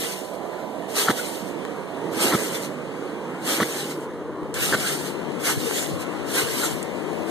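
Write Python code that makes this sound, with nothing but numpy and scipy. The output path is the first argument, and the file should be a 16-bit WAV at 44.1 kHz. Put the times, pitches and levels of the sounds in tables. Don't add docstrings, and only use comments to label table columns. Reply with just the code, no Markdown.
import sys
import numpy as np
from scipy import signal
from scipy.fft import rfft, irfft
from scipy.io import wavfile
from scipy.ndimage import uniform_filter1d, map_coordinates

SR = 44100
rng = np.random.default_rng(int(sys.argv[2]) if len(sys.argv) > 2 else 0)


def inscribe(sig):
    pcm = np.round(np.clip(np.atleast_2d(sig).T, -1, 1) * 32767)
    wavfile.write(sys.argv[1], SR, pcm.astype(np.int16))


N = 321930
T = np.arange(N) / SR
FREQ_HZ = np.fft.rfftfreq(N, 1 / SR)

# (touchdown [s], foot contact ramp [s], touch hiss [dB], fastest sinking [s], sinking half length [s],
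#           sinking hiss [dB], fastest rising [s], rising hiss [dB], settling time per 20 dB [s],
#           hollow rush re hiss [dB], low push of air re sinking hiss [dB])
BOUNCES = [(-.27, .03, -40, -.17, .06, -24, .02, -28.3, .3, -9.5, -13),
           (.875, .03, -40, 1.008, .053, -21.5, 1.22, -33.3, .46, -12, -10),
           (2.105, .09, -30, 2.258, .056, -23, 2.43, -29.7, .34, -5.5, -3.5),
           (3.395, .03, -46, 3.522, .066, -24.2, 3.785, -31, .25, -7.5, -8),
           (4.539, .003, -31, 4.655, .062, -24.8, 4.88, -26.2, .29, -8.5, -13),
           (5.385, .025, -38, 5.492, .05, -22.7, 5.79, -28, 0.21, -9, -16),
           (6.25, .06, -33, 6.388, .052, -24.5, 6.61, -26.8, .25, -8, -16),
           (7.25, .04, -43, 7.38, .06, -27, 7.63, -30, .3, -1, -13)]
# (time [s], half length [s], hiss [dB])
FLAPS = [(0.132, .016, -33), (.345, .025, -48), (1.187, .02, -33), (1.48, .04, -44), (2.555, .03, -31.5),
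         (2.635, .035, -35), (3.912, .02, -36), (4.03, .035, -48), (5.07, 0.029, -35), (6.017, .025, -37),
         (6.648, .028, -28)]
# (frequency [Hz], level [dB])
WEAVE_SPECTRUM = [(500, -45), (1500, -6), (2700, 1.5), (4100, -2), (5300, 0), (6600, -1), (8500, 3),
                  (10200, -3.5), (12000, -2), (14000, -4.5)]
# (frequency [Hz], width [Hz], level [dB])
MAT_MODES = [(470, 1100, 8), (1210, 190, 4.5), (1476, 400, 6.5), (2020, 300, 1.5)]
# (frequency [Hz], level [dB])
RUSH_SPECTRUM = [(150, 2), (400, 7.5), (2200, 5.5), (4500, -1.5)]
# (time [s], half length [s], frequency [Hz], width [Hz], level [dB])
SINGING = [(0.99, 0.022, 4170, 200, -37), (1.193, 0.021, 1460, 90, -37), (4.573, 0.023, 1540, 160, -34),
           (4.863, 0.03, 1490, 160, -32.5), (5.5, 0.025, 1470, 250, -33.5),
           (5.796, 0.062, 7200, 600, -32.5), (6.372, 0.022, 1400, 200, -35), (6.39, 0.03, 2030, 160, -35),
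           (6.65, .02, 7450, 250, -28)]
# (start [s], length [s], level [dB], frame rumble [dB],
#           squeak pitch at start [Hz], at end [Hz])
CREAKS = [(1.072, 0.043, -26.5, -16.5, 1400, 1270), (2.314, 0.044, -27, -15, 1080, 1350),
          (3.591, 0.044, -28, -15.5, 1250, 1520), (4.724, 0.031, -25.5, -19.5, 1640, 1430)]
# (time [s], ring envelope peak [dB], ring pitch [Hz], crack re ring [dB])
SLIPS = [(1.0838, -14, 1430, -1), (1.0862, -16, 1700, 0), (1.0985, -22, 1300, 9), (1.1020, -22, 1600, 0),
         (1.1120, -30, 1250, 10), (2.3245, -24, 1900, 3), (2.329, -21.5, 1100, 5), (2.3355, -21.5, 1400, 7),
         (2.3505, -22, 1300, 5), (3.6028, -23, 1750, 12), (3.607, -22, 1150, 5), (3.6142, -23, 1350, 6),
         (3.630, -18.5, 1900, 7), (3.6335, -26, 2000, 11), (4.7258, -17.5, 1650, -2),
         (4.7342, -17, 1600, 3), (4.7398, -18.5, 1450, 1), (4.7478, -18.5, 1500, 1)]
# (time [s], envelope peak [dB], pitch [Hz])
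KNOCKS = [(1.091, -14, 225), (1.096, -16, 380), (1.106, -18, 230), (1.099, -21, 800), (2.3165, -16, 300),
          (2.349, -12, 220), (3.583, -16, 300), (3.600, -18, 500), (3.630, -17, 330), (4.721, -22, 380),
          (4.734, -18, 480), (4.746, -16, 520), (5.568, -24, 100), (5.912, -17.5, 160), (5.932, -23.5, 85),
          (5.977, -27, 100), (6.354, -21, 440), (6.432, -26, 100)]
# (frequency [Hz], width [Hz], level [dB])
SPRING_MODES = [(414, 610, 10), (760, 300, 5), (1280, 380, 4), (1830, 420, 5), (3000, 350, -7),
                (4300, 900, -19)]
# (frequency [Hz], level [dB])
RUMBLE_SPECTRUM = [(35, -36), (75, -9), (120, -6), (185, 3), (270, -2), (450, -8.5), (1000, -46)]
# (time [s], level at onset [dB])
TICKS = [(4.008, -46), (4.5407, -28), (6.828, -26.5)]
# (frequency [Hz], width [Hz], level [dB])
TICK_MODES = [(3900, 1200, -7), (7700, 1000, 22), (12000, 2500, -19)]
# (time [s], angle to the left [degrees])
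BEARING = [(0, -43), (1.7, -39), (2.3, -24), (2.9, -26), (4.1, 0), (4.8, 21), (5.3, 46), (7.3, 47)]
# (time [s], level [dB])
TRAFFIC_LEVEL = [(0, -33), (.7, -32), (1.9, -31), (2.15, -27), (2.5, -30.5), (3.25, -29.8), (4.1, -31.5),
                 (5.1, -29), (6.7, -28.5), (7.3, -30.5)]
# (frequency [Hz], level [dB])
TRAFFIC_SPECTRUM = [(25, -46), (60, -13), (125, -6.5), (175, 1.5), (240, 0), (330, 0.5), (480, -2.5),
                    (700, -16.5), (1000, -17), (1500, -24.5), (2500, -34), (5000, -54)]
# (loudest [s], half length [s], level [dB])
CARS = [(.7, 1, -36.5), (2.196, 0.37, -38.5), (6.1, 0.33, -43.5), (7.3, 0.47, -36)]
# (frequency [Hz], level [dB])
TYRE_SPECTRUM = [(350, -6.5), (620, 3.0), (800, -4.0), (1200, -18), (2500, -34)]
# (start [s], end [s], frequency [Hz], amplitude [dB])
WHINES = [(-.5, .95, 1001, -45.5), (1.3, 2.6, 1001, -54), (.25, 2.35, 942, -50), (-.5, 2.2, 188, -42.5),
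          (5.7, 7.6, 1000, -53), (5.75, 7.6, 1055, -46.5), (6.1, 7.6, 938, -47.5), (6.2, 7.6, 588, -47)]
# (time [s], firing rate [Hz], second-harmonic amplitude [dB])
ENGINE = [(0, 146, -60), (2.6, 147, -44), (3.4, 150, -40.5), (4.8, 150, -37), (5.3, 153, -37.5),
          (6.2, 153.5, -36), (6.7, 157.5, -37.5), (7.3, 162, -38)]
# (time [s], level [dB])
LEAVES_LEVEL = [(0, -47), (.7, -43.5), (2.3, -40.5), (2.9, -43), (3.7, -41.5), (4.3, -49), (5.2, -40.5),
                (6.7, -38), (7.3, -39.5)]
# (frequency [Hz], level [dB])
LEAVES_SPECTRUM = [(40, -8), (200, 6.5), (700, 9.5), (1400, 5), (2500, 1), (4000, -6.5), (5500, -9.5),
                   (8500, -8.5), (11000, -14.5), (14000, -19)]
# (time [s], level [dB])
BREEZE_LEVEL = [(0, -63), (3.8, -56), (4.3, -46), (7.3, -45)]
# (time [s], level [dB], half length [s])
PUFFS = [(4.43, -37, .014), (4.68, -38, .12), (5.58, -29, .015), (5.94, -34, 0.03), (6.73, -38, .016)]
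# (frequency [Hz], level [dB])
WIND_SPECTRUM = [(20, -28), (60, -6), (85, 6), (170, 2), (300, -21), (700, -35), (3000, -70)]
# (frequency [Hz], gain [dB])
MICROPHONE = [(1000, 0), (1600, -.3), (2050, 1), (2400, -.5), (2900, 1.5), (3350, -.5), (3800, -1),
              (4080, 1.8), (4400, -.2), (5400, -.7), (6000, .5), (7000, .7), (9000, .4)]

LIFT_S, LIFT_RUSH_DB = .58, -2.5
STROKE_ROUND_S, WEAVE_FLUTTER_DB = .07, 1.0
STILL_AFTER_S, STILL_FADE_S = .62, .06
WEIGHT_STEEPNESS = 3.5
FLAP_RUSH_DB, SCRAPE_DB = -9, -2.5
PINGS_PER_S, PING_DB, PING_SPREAD_DB = 330, -5, 2.4
PING_LOW_HZ, PING_HIGH_HZ, PING_CYCLES = 2800, 13500, 3
WHUMP_HZ, WHUMP_WIDTH_HZ = 320, 420
SQUEAK_DB = -9
FIRST_GRATE_DB, FIRST_GRATE_S = -7, .02
RECOIL_DB, RECOIL_HZ, RECOIL_EARLY_S = -3.5, 135, .010
SLIP_CYCLES, KNOCK_CYCLES = 1.5, .7
WHINE_FADE_S = .4
FIRING_DB, ENGINE_WAVER_HZ = -1, 1.3
GUST_DB = 3
PORT_LAG_SAMPLES = 17
WIDEN_FULL_HZ, WIDEN_WEAK_HZ, TREBLE_SHARE = 4200, 4900, .3
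TOP_HZ = 13930


def mat():
    hiss_gain, rush_gain = airflow()
    hiss = colour(noise() + .5 * grains(per_s=1600, spread_db=3), WEAVE_SPECTRUM)
    hollow = ring(noise() + .5 * grains(per_s=500, spread_db=3.5), MAT_MODES)
    rush = colour(hollow, RUSH_SPECTRUM)
    hiss = shimmer(hiss, patchy_db=2.7, frames=13) * undb(WEAVE_FLUTTER_DB * walk(45))
    rush = shimmer(rush, patchy_db=3.8, frames=13) * undb(1.4 * walk(40))
    return hiss_gain * (hiss + pings()) + rush_gain * rush


def airflow():
    hiss_power, rush_power = np.zeros(N), np.zeros(N)
    for (touch_s, contact_s, touch_db, sink_s, half_s, sink_db,
         rise_s, rise_db, settle_s, rush_db, _) in BOUNCES:
        touch = undb(touch_db) * np.clip((T - touch_s) / contact_s, 0, 1) * (T < sink_s)
        down = np.hypot(touch, undb(sink_db) * sinking(sink_s, half_s))
        still_fade = (1 + np.tanh((touch_s + STILL_AFTER_S - T) / STILL_FADE_S)) / 2
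        up = undb(rise_db) * stroke(rise_s, LIFT_S, settle_s) * (T >= sink_s) * still_fade
        hiss_power += down ** 2 + up ** 2
        rush_power += undb(rush_db) ** 2 * (down ** 2 + (undb(LIFT_RUSH_DB) * up) ** 2)
    flaps = sum((undb(db) * swell(s, half_s)) ** 2 for s, half_s, db in FLAPS)
    scrapes = sum((undb(db + SCRAPE_DB) * swell(s + .74 * length_s, length_s / 2)) ** 2
                  for s, length_s, db, *_ in CREAKS)
    hiss_gain = np.sqrt(hiss_power + flaps + scrapes)
    rush_gain = np.sqrt(rush_power + undb(FLAP_RUSH_DB) ** 2 * flaps)
    return hiss_gain, rush_gain


def sinking(peak_s, half_s):
    loading = np.exp(-np.minimum(np.abs((T - peak_s) / half_s) ** WEIGHT_STEEPNESS, 20))
    return np.where(T < peak_s, loading, swell(peak_s, half_s))


def stroke(peak_s, rise_s, fall_s):
    decades = np.where(T < peak_s, (peak_s - T) / rise_s, (T - peak_s) / fall_s)
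    return uniform_filter1d(10 ** -np.minimum(decades, 10), size=int(STROKE_ROUND_S * SR))


def pings():
    out = np.zeros((2, N))
    for when, pitch, size, side in rng.random((int(PINGS_PER_S * N / SR), 4)):
        hz = PING_LOW_HZ * (PING_HIGH_HZ / PING_LOW_HZ) ** pitch
        db = PING_DB + PING_SPREAD_DB * min(-np.log(1 - size), 3)
        ping = undb(db) * burst(hz, PING_CYCLES * hz / PING_HIGH_HZ + 1)
        add(out[0], (when * N + side * PORT_LAG_SAMPLES) / SR, ping)
        add(out[1], (when * N + (1 - side) * PORT_LAG_SAMPLES) / SR, ping)
    return out


def singing():
    rub, out = noise(), np.zeros((2, N))
    for s, half_s, hz, width_hz, db in SINGING:
        band = signal.butter(1, [hz - width_hz / 2, hz + width_hz / 2], "band", fs=SR)
        out += undb(db) * swell(s, half_s) * unit(signal.lfilter(*band, rub))
    return out


def whump():
    gain = sum(undb(sink_db + push_db) * sinking(sink_s, half_s)
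               for _, _, _, sink_s, half_s, sink_db, *_, push_db in BOUNCES)
    body = [(WHUMP_HZ, WHUMP_WIDTH_HZ, 0)]
    push = unit(ring(ring(noise()[0], body), body))
    return arrive(gain * push, degrees=-4)


def springs():
    grating = unit(ring(grains(per_s=2200, spread_db=3.5)[0], SPRING_MODES))
    rumble = colour(noise()[0], RUMBLE_SPECTRUM)
    unsteady_rad = walk(250)
    out, kicks, frame = np.zeros((3, N))
    for s, length_s, db, rumble_db, start_hz, end_hz in CREAKS:
        run = uniform_filter1d(1. * ((T > s) & (T < s + length_s)), size=160)
        load = np.clip((T - s) / length_s, 0, 1)
        first = undb(FIRST_GRATE_DB) * np.exp(-np.abs(T - s) / FIRST_GRATE_S)
        squeak_hz = start_hz + (end_hz - start_hz) * load
        squeak = np.sin(2 * np.pi * np.cumsum(squeak_hz) / SR + unsteady_rad)
        grate_gain = np.maximum(first, run * load ** .25)
        out += undb(db) * (grate_gain * grating + run * undb(SQUEAK_DB) * squeak)
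        frame += run * load * undb(rumble_db) * rumble
        recoil = undb(rumble_db + RECOIL_DB) * burst(RECOIL_HZ, KNOCK_CYCLES)
        add(frame, s + length_s - RECOIL_EARLY_S, recoil)
    for s, db, hz, crack_db in SLIPS:
        add(out, s, undb(db) * burst(hz, SLIP_CYCLES))
        kicks[int(s * SR)] += undb(db + crack_db)
    for s, db, hz in KNOCKS:
        add(frame, s, undb(db) * burst(hz, KNOCK_CYCLES))
    one_kick = ring(1. * (T == 0), SPRING_MODES)
    out += ring(kicks, SPRING_MODES) / np.abs(one_kick).max()
    return arrive(out + frame, degrees=-5) + undb(-13.0) * scatter(out)


def scatter(x):
    tail = noise()[:, :SR // 4] * undb(-60 * T[:SR // 4] / .069)
    tail /= np.sqrt(np.sum(tail[0] ** 2))
    return signal.fftconvolve(x[None], tail, axes=1)[:, :N]


def ticks():
    gain = sum(undb(db) * (T >= s) * np.exp(-np.abs(T - s) / .0036) for s, db in TICKS)
    return gain * unit(ring(noise(), TICK_MODES))


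def traffic():
    hum = shimmer(colour(noise()[:1], TRAFFIC_SPECTRUM), patchy_db=1.5, frames=50)[0]
    hum = hum * undb(curve(TRAFFIC_LEVEL) + .5 * walk(11))
    passing = sum(undb(db) * swell(s, half_s) for s, half_s, db in CARS)
    tyres = colour(noise()[0], TYRE_SPECTRUM) * passing
    whine = np.zeros(N)
    for start_s, end_s, hz, db in WHINES:
        gain = undb(db + 1.2 * walk(2.83)) * held(start_s, end_s, WHINE_FADE_S)
        whine += gain * np.sin(2 * np.pi * hz * T + .3 * walk(5.5))
    return arrive(hum + tyres + whine + engine(), curve(BEARING))


def engine():
    hz, db = (curve(np.array(ENGINE)[:, [0, column]]) for column in (1, 2))
    phase = 2 * np.pi * np.cumsum(hz + ENGINE_WAVER_HZ * walk(9)) / SR
    firing = undb(FIRING_DB + 2.5 * walk(5)) * np.sin(phase)
    return undb(db + 2.5 * walk(9)) * (np.sin(2 * phase) + firing)


def leaves():
    rustle = colour(noise() + .26 * grains(per_s=1500, spread_db=10.5), LEAVES_SPECTRUM)
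    return shimmer(rustle, patchy_db=2, frames=25) * undb(curve(LEAVES_LEVEL) + .8 * walk(8))


def breeze():
    light_air = undb(curve(BREEZE_LEVEL) + GUST_DB * walk(2.83))
    puffs = sum(undb(db) * swell(s, half_s) for s, db, half_s in PUFFS)
    return (light_air + puffs) * colour(noise(), WIND_SPECTRUM)


def undb(db):
    return 10 ** (np.asarray(db) / 20)


def unit(x):
    return x / np.sqrt(np.mean(x ** 2))


def noise():
    return rng.standard_normal((2, N))


def grains(per_s, spread_db):
    hits = rng.random((2, N)) < per_s / SR
    return unit(hits * np.sign(noise()) * undb(spread_db * noise()))


def colour(x, points):
    hz, db = np.transpose(points)
    return unit(irfft(rfft(x) * undb(np.interp(np.log(FREQ_HZ + 1), np.log(hz), db)), N))


def ring(x, modes):
    response = 0
    for hz, width_hz, db in modes:
        damping = 1j * FREQ_HZ * width_hz
        response = response + undb(db) * damping / (hz ** 2 - FREQ_HZ ** 2 + damping)
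    return irfft(rfft(x) * response, N)


def shimmer(x, patchy_db, frames):
    z = signal.stft(x, nperseg=1024, noverlap=768)[2]
    patch = np.outer(np.hanning(7), np.hanning(frames))
    field = signal.fftconvolve(rng.standard_normal(z.shape[1:]), patch, "same")
    z = z * undb(patchy_db * unit(field))
    return unit(signal.istft(z, nperseg=1024, noverlap=768)[1][:, :N])


def walk(rate_hz):
    k = int(SR / rate_hz)
    steps = np.repeat(rng.standard_normal(N // k + 1), k)
    return 1.3 * uniform_filter1d(uniform_filter1d(steps, k), k)[:N]


def curve(rows):
    return np.interp(T, *np.transpose(rows))


def swell(s, half_s):
    return np.exp(-np.minimum(((T - s) / half_s) ** 2, 50))


def held(start_s, end_s, fade_s):
    return np.clip(np.minimum(T - start_s, end_s - T) / fade_s + .5, 0, 1)


def burst(hz, cycles):
    age = T[:int(8 * cycles / hz * SR)] * hz / cycles
    return age * np.exp(1 - age) * np.sin(2 * np.pi * cycles * age)


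def add(out, s, sound):
    start = int(s * SR)
    part = sound[:max(N - start, 0)]
    out[start:start + len(part)] += part


def arrive(x, degrees):
    lead = PORT_LAG_SAMPLES / 2 * np.sin(np.radians(degrees))
    return np.array([map_coordinates(x, [np.arange(N) + side * lead], order=3, mode="nearest")
                     for side in (1, -1)])


def scene():
    trampoline = mat() + singing() + whump() + springs() + ticks()
    return trampoline + traffic() + leaves() + breeze()


def record(dry):
    ports = rfft(dry) * undb(np.interp(FREQ_HZ, *np.transpose(MICROPHONE)))
    share = np.interp(FREQ_HZ, [WIDEN_FULL_HZ, WIDEN_WEAK_HZ], [1, TREBLE_SHARE])
    delay = np.exp(-2j * np.pi * FREQ_HZ * PORT_LAG_SAMPLES / SR)
    wide = irfft(ports - share * delay * ports[::-1], N)
    return signal.sosfilt(signal.ellip(12, .2, 70, TOP_HZ, fs=SR, output="sos"), wide)


dry = scene()
out = record(dry)
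inscribe(out)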